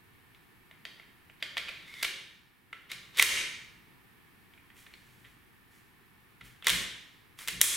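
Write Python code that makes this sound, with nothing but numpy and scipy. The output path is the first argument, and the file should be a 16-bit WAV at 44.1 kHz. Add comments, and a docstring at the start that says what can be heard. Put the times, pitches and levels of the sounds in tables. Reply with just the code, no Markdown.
"""In a bare room, over a table, a pistol slide is set on its frame, pushed along the rails, then racked.
Steel parts knock together and ring in quick clacks, and the rails scrape in many tiny slips.
Arms shake the table into soft thuds, fingers rub the grip, and a faint hush fills the background.
The room rings after every clack; an automatic volume control ducks the loud ones and lets their tails swell.
"""
import sys
import numpy as np
from scipy import signal
from scipy.fft import rfft, irfft
from scipy.io import wavfile
from scipy.ndimage import uniform_filter1d, minimum_filter1d

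SR = 44100
rng = np.random.default_rng(int(sys.argv[2]) if len(sys.argv) > 2 else 0)


def dump_mix(stems):
    """Bounce the given channels to the path in sys.argv[1] as a 16-bit WAV at rate SR."""
    frames = np.atleast_2d(stems).T  # one column per channel
    limited = np.clip(frames, -1, 1)  # hard clip at full scale
    pcm = np.round(limited * 32767).astype(np.int16)
    wavfile.write(sys.argv[1], SR, pcm)


N = 342216
TIME = np.arange(N) / SR

# The tone of steel touching steel. Each row: frequency in Hz, level in dB.
CONTACT_TONE = [(40, -25.5), (200, -25.5), (450, -16.5), (660, -18.5), (820, -18), (1050, -11.5),
                (1500, -9.5), (1900, -3.5), (3500, -6), (4700, -11), (10500, -11), (13000, -14),
                (16000, -20)]
# The notes at which slide and frame ring. Each row: pitch in Hz, width in Hz, boost in dB.
STEEL_NOTES = [(1374, 47, 4), (1925, 42, -1.5), (2340, 110, -0.5), (3035, 43, 3), (3730, 480, 4)]


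def amp(db):
    """Turn decibels into a plain multiplier."""
    return 10 ** (np.asarray(db) / 20)


def unit_level(x):
    """Scale a sound to an average power of one."""
    return x / np.sqrt(np.mean(x ** 2) + 1e-20)


def at_pitch(points, hz):
    """Read a curve of (frequency, value) points at the frequencies hz."""
    f, value = np.transpose(points)
    return np.interp(np.log(hz + 1), np.log(f + 1), value)


def add(mix, start_s, sound):
    """Mix a sound in at its start time."""
    part = mix[max(round(start_s * SR), 0):][:len(sound)]
    part += sound[:len(part)]


def bins(size=4096):
    """The frequencies in the spectrum of a sound that is size samples long."""
    return np.fft.rfftfreq(size, 1 / SR)


def boosts(notes, hz):
    """The dB that a set of ringing notes adds at each frequency."""
    return sum(db / (1 + (2 * (hz - f) / width) ** 2) for f, width, db in notes)


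def colour(x, db):
    """Shape the tone by a dB curve, so that notes ring after a blow and never before."""
    log_gain = np.log(amp(np.r_[db, db[-2:0:-1]]))
    response = np.fft.ifft(np.exp(np.conj(signal.hilbert(log_gain)))).real
    return signal.fftconvolve(x, response[:len(db)])[:len(x)]


def treble(hz, hardness_db=0, corner_hz=5500, soft_below_db=-13, dulling=.5):
    """The share, 0 to 1, of each frequency that only a hard knock reaches; the softest stop lower."""
    corner = corner_hz * amp(dulling * min(hardness_db - soft_below_db, 0))
    return 1 / (1 + (corner / (hz + 1)) ** 7)


def stereo(a, b, likeness):
    """Blend two unrelated sounds into left and right; a likeness of 1 makes both sides equal."""
    mid, side = a * np.sqrt((1 + likeness) / 2), b * np.sqrt((1 - likeness) / 2)
    return np.array([mid + side, mid - side])


def tiny_slips(per_s, spread_db):
    """Rubbing surfaces slip by uneven amounts at random moments."""
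    size = amp(spread_db * np.minimum(rng.exponential(1, N), 4))
    return unit_level(rng.standard_normal(N) * size * (rng.random(N) < per_s / SR))


def resonate(x, hz, width_hz):
    """Make a sound ring at a pitch that follows the curve hz."""
    turn = np.exp(2j * np.pi * np.cumsum(hz) / SR)
    decay = np.exp(-np.pi * width_hz / SR)
    return unit_level((turn * signal.lfilter([1], np.poly([decay, decay]), x / turn)).real)


def stroke(length, attack_s, release_s, swell_db=0):
    """The strength of one hand movement: it sets in, holds, swells or fades, then dies away."""
    t = np.arange(0, length + 8 * release_s, 1 / SR)
    held = amp(swell_db * (np.minimum(t / length, 1) - .5))
    return np.minimum(t / attack_s, 1) * held * np.exp(-np.maximum(t - length, 0) / release_s)


def strokes(rows, attack_s, release_s):
    """The strength of a series of hand movements at every sample."""
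    out = np.zeros(N)
    for start, length, db in rows:
        add(out, start, amp(db) * stroke(length, attack_s, release_s))
    return out


def background_hush(level_db=-63):
    """Room noise and microphone hiss, hollow in the low middle and gently wavering."""
    # The tone of the hush. Each row: frequency in Hz, level in dB.
    tone = [(25, -9.5), (116, 1.5), (390, -6), (600, -20), (760, -12), (1000, -9.5), (1900, -13),
            (2600, -12.5), (4000, -20), (6500, -29.5), (11500, -22), (15800, -24)]
    # A faint fan-like whirr. Each row: pitch in Hz, width in Hz, boost in dB.
    whirr = [(1790, 220, 8.5), (2240, 130, 5.5)]
    # How the hush wavers. Each row: time in seconds, change of level in dB.
    waver = [(1.3, 2.5), (2.0, 3.5), (2.4, -1.5), (2.68, -1), (3.1, 3.5), (5.9, 2)]
    # How alike left and right are. Each row: frequency in Hz, likeness from 0 to 1.
    likeness = [(380, 0.27), (2380, 0.23), (15000, 0.66)]
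    hz = bins(N)
    spectrum = stereo(*rfft(rng.standard_normal((2, N))), at_pitch(likeness, hz))
    hush = unit_level(irfft(spectrum * amp(at_pitch(tone, hz) + boosts(whirr, hz)), N))
    return amp(level_db + np.interp(TIME, *np.transpose(waver))) * hush


def clacks(struck_db, striker_db, width_hz, smear_ms=0, rattle_db=-23, rattle_s=0.024, size=4096):
    """Each knock chatters for a moment and rings the steel; the two parts that meet sing loudest."""
    # Metal knocks. Each row: start in seconds, level in dB, treble in dB, chatter time in milliseconds,
    # pitch of the struck part in Hz, pitch of the striking part in Hz.
    knocks = [ (0.347, -52, -14, 0.64, 2400, 3600), (0.711, -42, -20.5, 1.3, 1980, 3780),
              (.852, -33, -12.5, 0.76, 3180, 1900), (.997, -41, -21.5, 1.1, 2150, 3700),
              (1.297, -44.5, -21, 1.1, 2320, 2860), (1.425, -24, -14, 0.97, 2150, 3200),
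              (1.569, -22.5, -18, 0.75, 1900, 3440), (1.576, -24.5, -11, 2.5, 2310, 3300),
              (1.681, -29, -15, 5.6, 2520, 2320), (1.940, -41, -10, 0.4, 2250, 8100),
              (2.027, -27, 0.5, 0.8, 4750, 3720), (2.029, -23.5, -1.5, 1.25, 2080, 1680),
              (2.044, -21.5, -10, 3, 2240, 2940), (2.728, -32.5, -19, 1.44, 2100, 1330),
              (2.915, -30.5, -3, 1.6, 2220, 3800), (3.173, -38, 7.5, 0.64, 2200, 3400),
              (3.185, -24.5, 0, 1.2, 3400, 2050), (3.195, -7.5, -4.5, 2.5, 2090, 2300),
              (3.213, -17, -13, 3.9, 1930, 3746), (3.2233, -5.5, 3.5, 1.7, 2100, 2780),
              (4.536, -52, -16.5, 0.85, 2390, 3300), (4.576, -47.5, -21, .9, 2370, 3400),
              (4.701, -47.5, -21, 1.26, 1930, 3200), (4.863, -44.5, -16.5, 2.6, 1720, 2300),
              (4.938, -45, -12, 0.65, 4370, 2280), (5.24, -44.5, -17.5, 8, 1930, 3240),
              (6.408, -41, -16, 3, 2020, 1400), (6.624, -36.5, -19, 0.68, 3320, 2700),
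              (6.644, -40, 0.5, 1.1, 3450, 2700), (6.6681, -14, -2, 1.3, 3370, 2010),
              (6.6745, -17.5, -14, 1.3, 3340, 970), (6.681, -21, 3, 1.3, 1100, 8900),
              (6.6943, -16, -4.5, 0.94, 3280, 1730), (6.699, -19, 3, 1.43, 2160, 3700),
              (7.387, -40.5, -1, 1.9, 3190, 1200), (7.475, -31, 2, 0.97, 3600, 7500),
              (7.4817, -23.5, 1, 1.95, 3030, 2020), (7.608, -27.5, -8, 1, 1430, 3220),
              (7.614, 4, 11.5, 0.56, 3290, 10670), (7.636, -6, 7, 4, 3700, 1760)]
    # How much the parts sing at each knock level; light and loud knocks sing alike. Each row: knock level in
    # dB, share of their boost.
    singing = [(-48, 1), (-28, 1)]
    # The open frame rings hollow. Each row: pitch in Hz, width in Hz, boost in dB when fully open.
    hollow = [(650, 130, 14), (4700, 600, 8)]
    # The slide slowly covers the frame. Each row: time in seconds, share left open from 0 to 1.
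    opening = [(1.6, 0.66), (2.4, 0)]
    hz, t, out = bins(), np.arange(size) / SR, np.zeros(N)
    steel_db = at_pitch(CONTACT_TONE, hz) + boosts(STEEL_NOTES, hz)
    for start, db, treble_db, chatter_ms, struck_hz, striker_hz in knocks:
        age = t * 1000 / (chatter_ms + smear_ms)
        blow = age * np.exp(-(age / 2) ** 2)
        loose_rattle = amp(rattle_db) * np.tanh(age) * np.exp(-t / rattle_s)
        force = np.sqrt(blow + loose_rattle)
        # many tiny hits in one blow reach all frequencies about equally
        phases = np.angle(rfft(rng.standard_normal(size) * force))
        chatter = force * irfft(np.exp(1j * phases))
        parts = [(struck_hz, width_hz, struck_db), (striker_hz, width_hz, striker_db)]
        parts_db = np.interp(db, *np.transpose(singing)) * boosts(parts, hz)
        hollow_db = np.interp(start, *np.transpose(opening)) * boosts(hollow, hz)
        ring = colour(chatter, steel_db + parts_db + hollow_db)
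        ring *= np.sqrt(0.0026 * SR / np.sum(ring ** 2))  # equal energy before level and treble are set
        add(out, start, amp(db) * colour(ring, treble_db * treble(hz, treble_db)))
    return out


def table_echo(x, spread_s=0.00037):
    """Sound bounces off the table and reaches one microphone a little before the other."""
    # The first echo. Each row: delay in seconds, level in dB.
    bounces = [(.0042, -9.5)]
    out = np.zeros((2, N))
    for delay, db in bounces:
        for channel in out:
            add(channel, delay + spread_s * rng.random(), amp(db) * x)
    return out


def room_ring(x, likeness, build_s):
    """Echoes from the bare room build up quickly, then the highs die away before the lows."""
    # How long the room rings. Each row: frequency in Hz, seconds to fade by 60 dB.
    fade_times = [(2000, 0.78), (5000, 0.7), (9700, 0.54), (15000, 0.32)]
    # The tone of the room. 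Each row: frequency in Hz, level in dB.
    tone = [(100, 6.5), (380, 0.5), (640, -3), (830, -9), (1400, -4), (5000, -1.65), (15000, -4)]
    build_up = 1 - np.exp(-(TIME[:SR] / build_s) ** 2)
    echoes = stereo(*rng.standard_normal((2, SR)), likeness) * build_up
    hz, seconds, bands = signal.stft(echoes, SR, nperseg=512)
    bands = bands * amp(-60 * seconds / at_pitch(fade_times, hz)[:, None])
    strength = np.linalg.norm(signal.istft(bands, SR, nperseg=512)[1][0])
    tail = signal.istft(bands * amp(at_pitch(tone, hz))[:, None], SR, nperseg=512)[1] / strength
    return signal.fftconvolve(x[None], tail, axes=1)[:, :N]


def rail_scrapes(sing_db=-1.5, width_hz=350, overtone=1.66, overtone_db=-8, full_song_s=0.091):
    """Slips on the rails ring the steel, and two bending notes that glide as the slide travels."""
    # Strokes of the slide. Each row: start in seconds, length in seconds, level in dB, swell in dB,
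    # treble in dB, pitch of the rail at mid-stroke in Hz, fall of that pitch in octaves.
    scrapes = [ (1.394, 0.032, -58.5, 5, -25, 3120, 0.09), (1.663, 0.22, -59, -10, -11, 2460, 0.42),
               (1.858, 0.18, -54, 12.5, -7.5, 2130, 0.077), (2.891, 0.034, -45.5, 3.5, -13, 2180, 0.14),
               (3.127, 0.043, -52.5, 20, -12, 2100, 0.082), (3.169, 0.052, -29, 18, -2, 2020, 0.096),
               (6.644, 0.031, -41, 0.5, -10.5, 3040, 0), (6.682, 0.14, -51, 3, 4, 2650, 0.81),
               (7.48, 0.11, -54, -20, -14.5, 2500, 0.42)]
    hz, out = bins(), np.zeros(N)
    slips = tiny_slips(per_s=8000, spread_db=3.0)
    steel = unit_level(colour(slips, at_pitch(CONTACT_TONE, hz) + boosts(STEEL_NOTES, hz)))
    highs = irfft(rfft(steel) * treble(bins(N)), N)
    for start, length, db, swell_db, treble_db, rail_hz, fall in scrapes:
        force = amp(db) * stroke(length, attack_s=0.0091, release_s=0.022, swell_db=swell_db)
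        now = (round(start * SR) + np.arange(len(force))) % N
        travel = np.minimum(TIME[:len(force)] / length, 1)
        glide_hz = rail_hz * 2 ** (-fall * (travel - .5))
        song = resonate(slips[now], glide_hz, width_hz)
        song += amp(overtone_db) * resonate(slips[now], overtone * glide_hz, width_hz)
        song *= min(length / full_song_s, 1) ** 2  # short strokes sing less
        scrape = steel[now] + (amp(treble_db) - 1) * highs[now]
        add(out, start, force * (scrape + amp(sing_db) * song))
    return out


def ringing_parts():
    """Barrel, spring and slide each hold their own note for a moment when a blow lets go of them."""
    # Parts left free to ring. Each row: start in seconds, pitch in Hz, level in dB,
    # seconds to fade by 60 dB.
    notes = [(1.424, 4770, -46, .07), (2.729, 1337, -54, 0.32), (3.195, 2004, -10.5, 0.033),
             (3.1945, 2320, -9.5, 0.041), (4.937, 4280, -51, 0.036), (7.483, 3036, -27, .05)]
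    t, out = TIME[:SR // 2], np.zeros(N)
    for start, hz, db, fade_s in notes:
        onset = 1 - np.exp(-(hz * t / 2) ** 2)  # builds up over two cycles
        add(out, start, onset * amp(db - 60 * t / fade_s) * np.sin(2 * np.pi * hz * t))
    return out


def table_thuds(likeness=0.63, hum_db=-4):
    """Arms shake the table: its low notes hum over a rumble that differs between left and right."""
    # Pushes of the arms. Each row: start in seconds, length in seconds, level in dB.
    pushes = [(1.5, 0.93, -71.5), (2.9, 0.07, -64), (3.21, 0.16, -59.5), (3.5, 0.49, -68),
              (4.8, 0.56, -69.5), (6.4, 0.032, -57), (6.68, 0.11, -45), (7.48, 0.32, -51)]
    # The dull tone of wood. Each row: frequency in Hz, level in dB.
    wood = [(20, -18), (60, -6.5), (300, -1.5), (500, -14), (900, -33), (3000, -76)]
    # The table's own notes. Each row: pitch in Hz, width in Hz, boost in dB.
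    notes = [(53.6, 13, 14.5), (122.6, 11, 18.5), (178.1, 19, 12)]
    hz = bins(size=32768)
    tone_db = at_pitch(wood, hz) + boosts(notes, hz)
    rumbles = [unit_level(colour(noise, tone_db)) for noise in rng.standard_normal((2, N))]
    hum = unit_level(sum(amp(db) * np.sin(2 * np.pi * (f * TIME + rng.random())) for f, _, db in notes))
    force = strokes(pushes, attack_s=0.06, release_s=0.076)
    return force * (stereo(*rumbles, likeness) + amp(hum_db) * hum)


def finger_rubs():
    """Skin slips over the grip in tiny steps that blur into a hiss."""
    # Rubs of the fingers. Each row: start in seconds, length in seconds, level in dB.
    rubs = [(4.74, 0.069, -58.5), (4.9, 0.4, -70), (5.69, 0.1, -68), (6.425, 0.024, -55),
            (7.37, 0.046, -47.5)]
    # The tone of rubbing skin. Each row: frequency in Hz, level in dB.
    tone = [(100, -9), (700, -12), (2000, 5.5), (5000, -6), (10000, -4.5), (16000, -8)]
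    hiss = unit_level(colour(tiny_slips(per_s=6000, spread_db=-1.5), at_pitch(tone, bins())))
    return strokes(rubs, attack_s=0.039, release_s=0.044) * hiss


def scene():
    """The microphones face one side of the pistol; the room gathers the sound from all its sides."""
    # How the sound leans to one side. Each row: frequency in Hz, left minus right in dB.
    lean = [(120, 1), (450, -2), (8000, 0)]
    sliding = rail_scrapes() + finger_rubs()
    ringing = ringing_parts()
    facing = clacks(struck_db=10, striker_db=7.5, width_hz=260) + ringing
    all_round = clacks(struck_db=5, striker_db=3.5, width_hz=400, smear_ms=1.5) + .5 * ringing
    reflected = table_echo(facing) + room_ring(all_round + sliding, likeness=0.7, build_s=0.00091)
    mix = facing + sliding + reflected + table_thuds() + background_hush()
    lean_db = at_pitch(lean, bins(N)) / 2
    return irfft(rfft(mix) * amp([lean_db, -lean_db]), N)


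def record(dry, threshold_db=-24.0, recover_db_per_s=85, squeeze=.85, ceiling=.85, top_hz=16000):
    """The volume drops fast on loud clacks and recovers in their tails; peaks and top treble are cut."""
    meter, attack = np.exp(-1 / (np.array([.007, .002]) * SR))  # smoothing over 7 ms and 2 ms
    power_db = 10 * np.log10(signal.lfilter([1 - meter], [1, -meter], (dry ** 2).mean(0)) + 1e-12)
    fall_db = TIME * recover_db_per_s
    held_db = np.maximum.accumulate(power_db + fall_db) - fall_db  # jumps up, then sinks steadily
    over_db = np.maximum(held_db - threshold_db, 0)
    ducked = dry * amp(-squeeze * signal.lfilter([1 - attack], [1, -attack], over_db))
    peak_gain = ceiling / np.maximum(abs(ducked).max(0), ceiling)
    limited = ducked * uniform_filter1d(minimum_filter1d(peak_gain, size=33), size=33)
    low_pass = signal.firwin(255, top_hz, window=("kaiser", 9), fs=SR)
    return signal.oaconvolve(limited, low_pass[None], "same")


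dry = scene()
out = record(dry)
dump_mix(out)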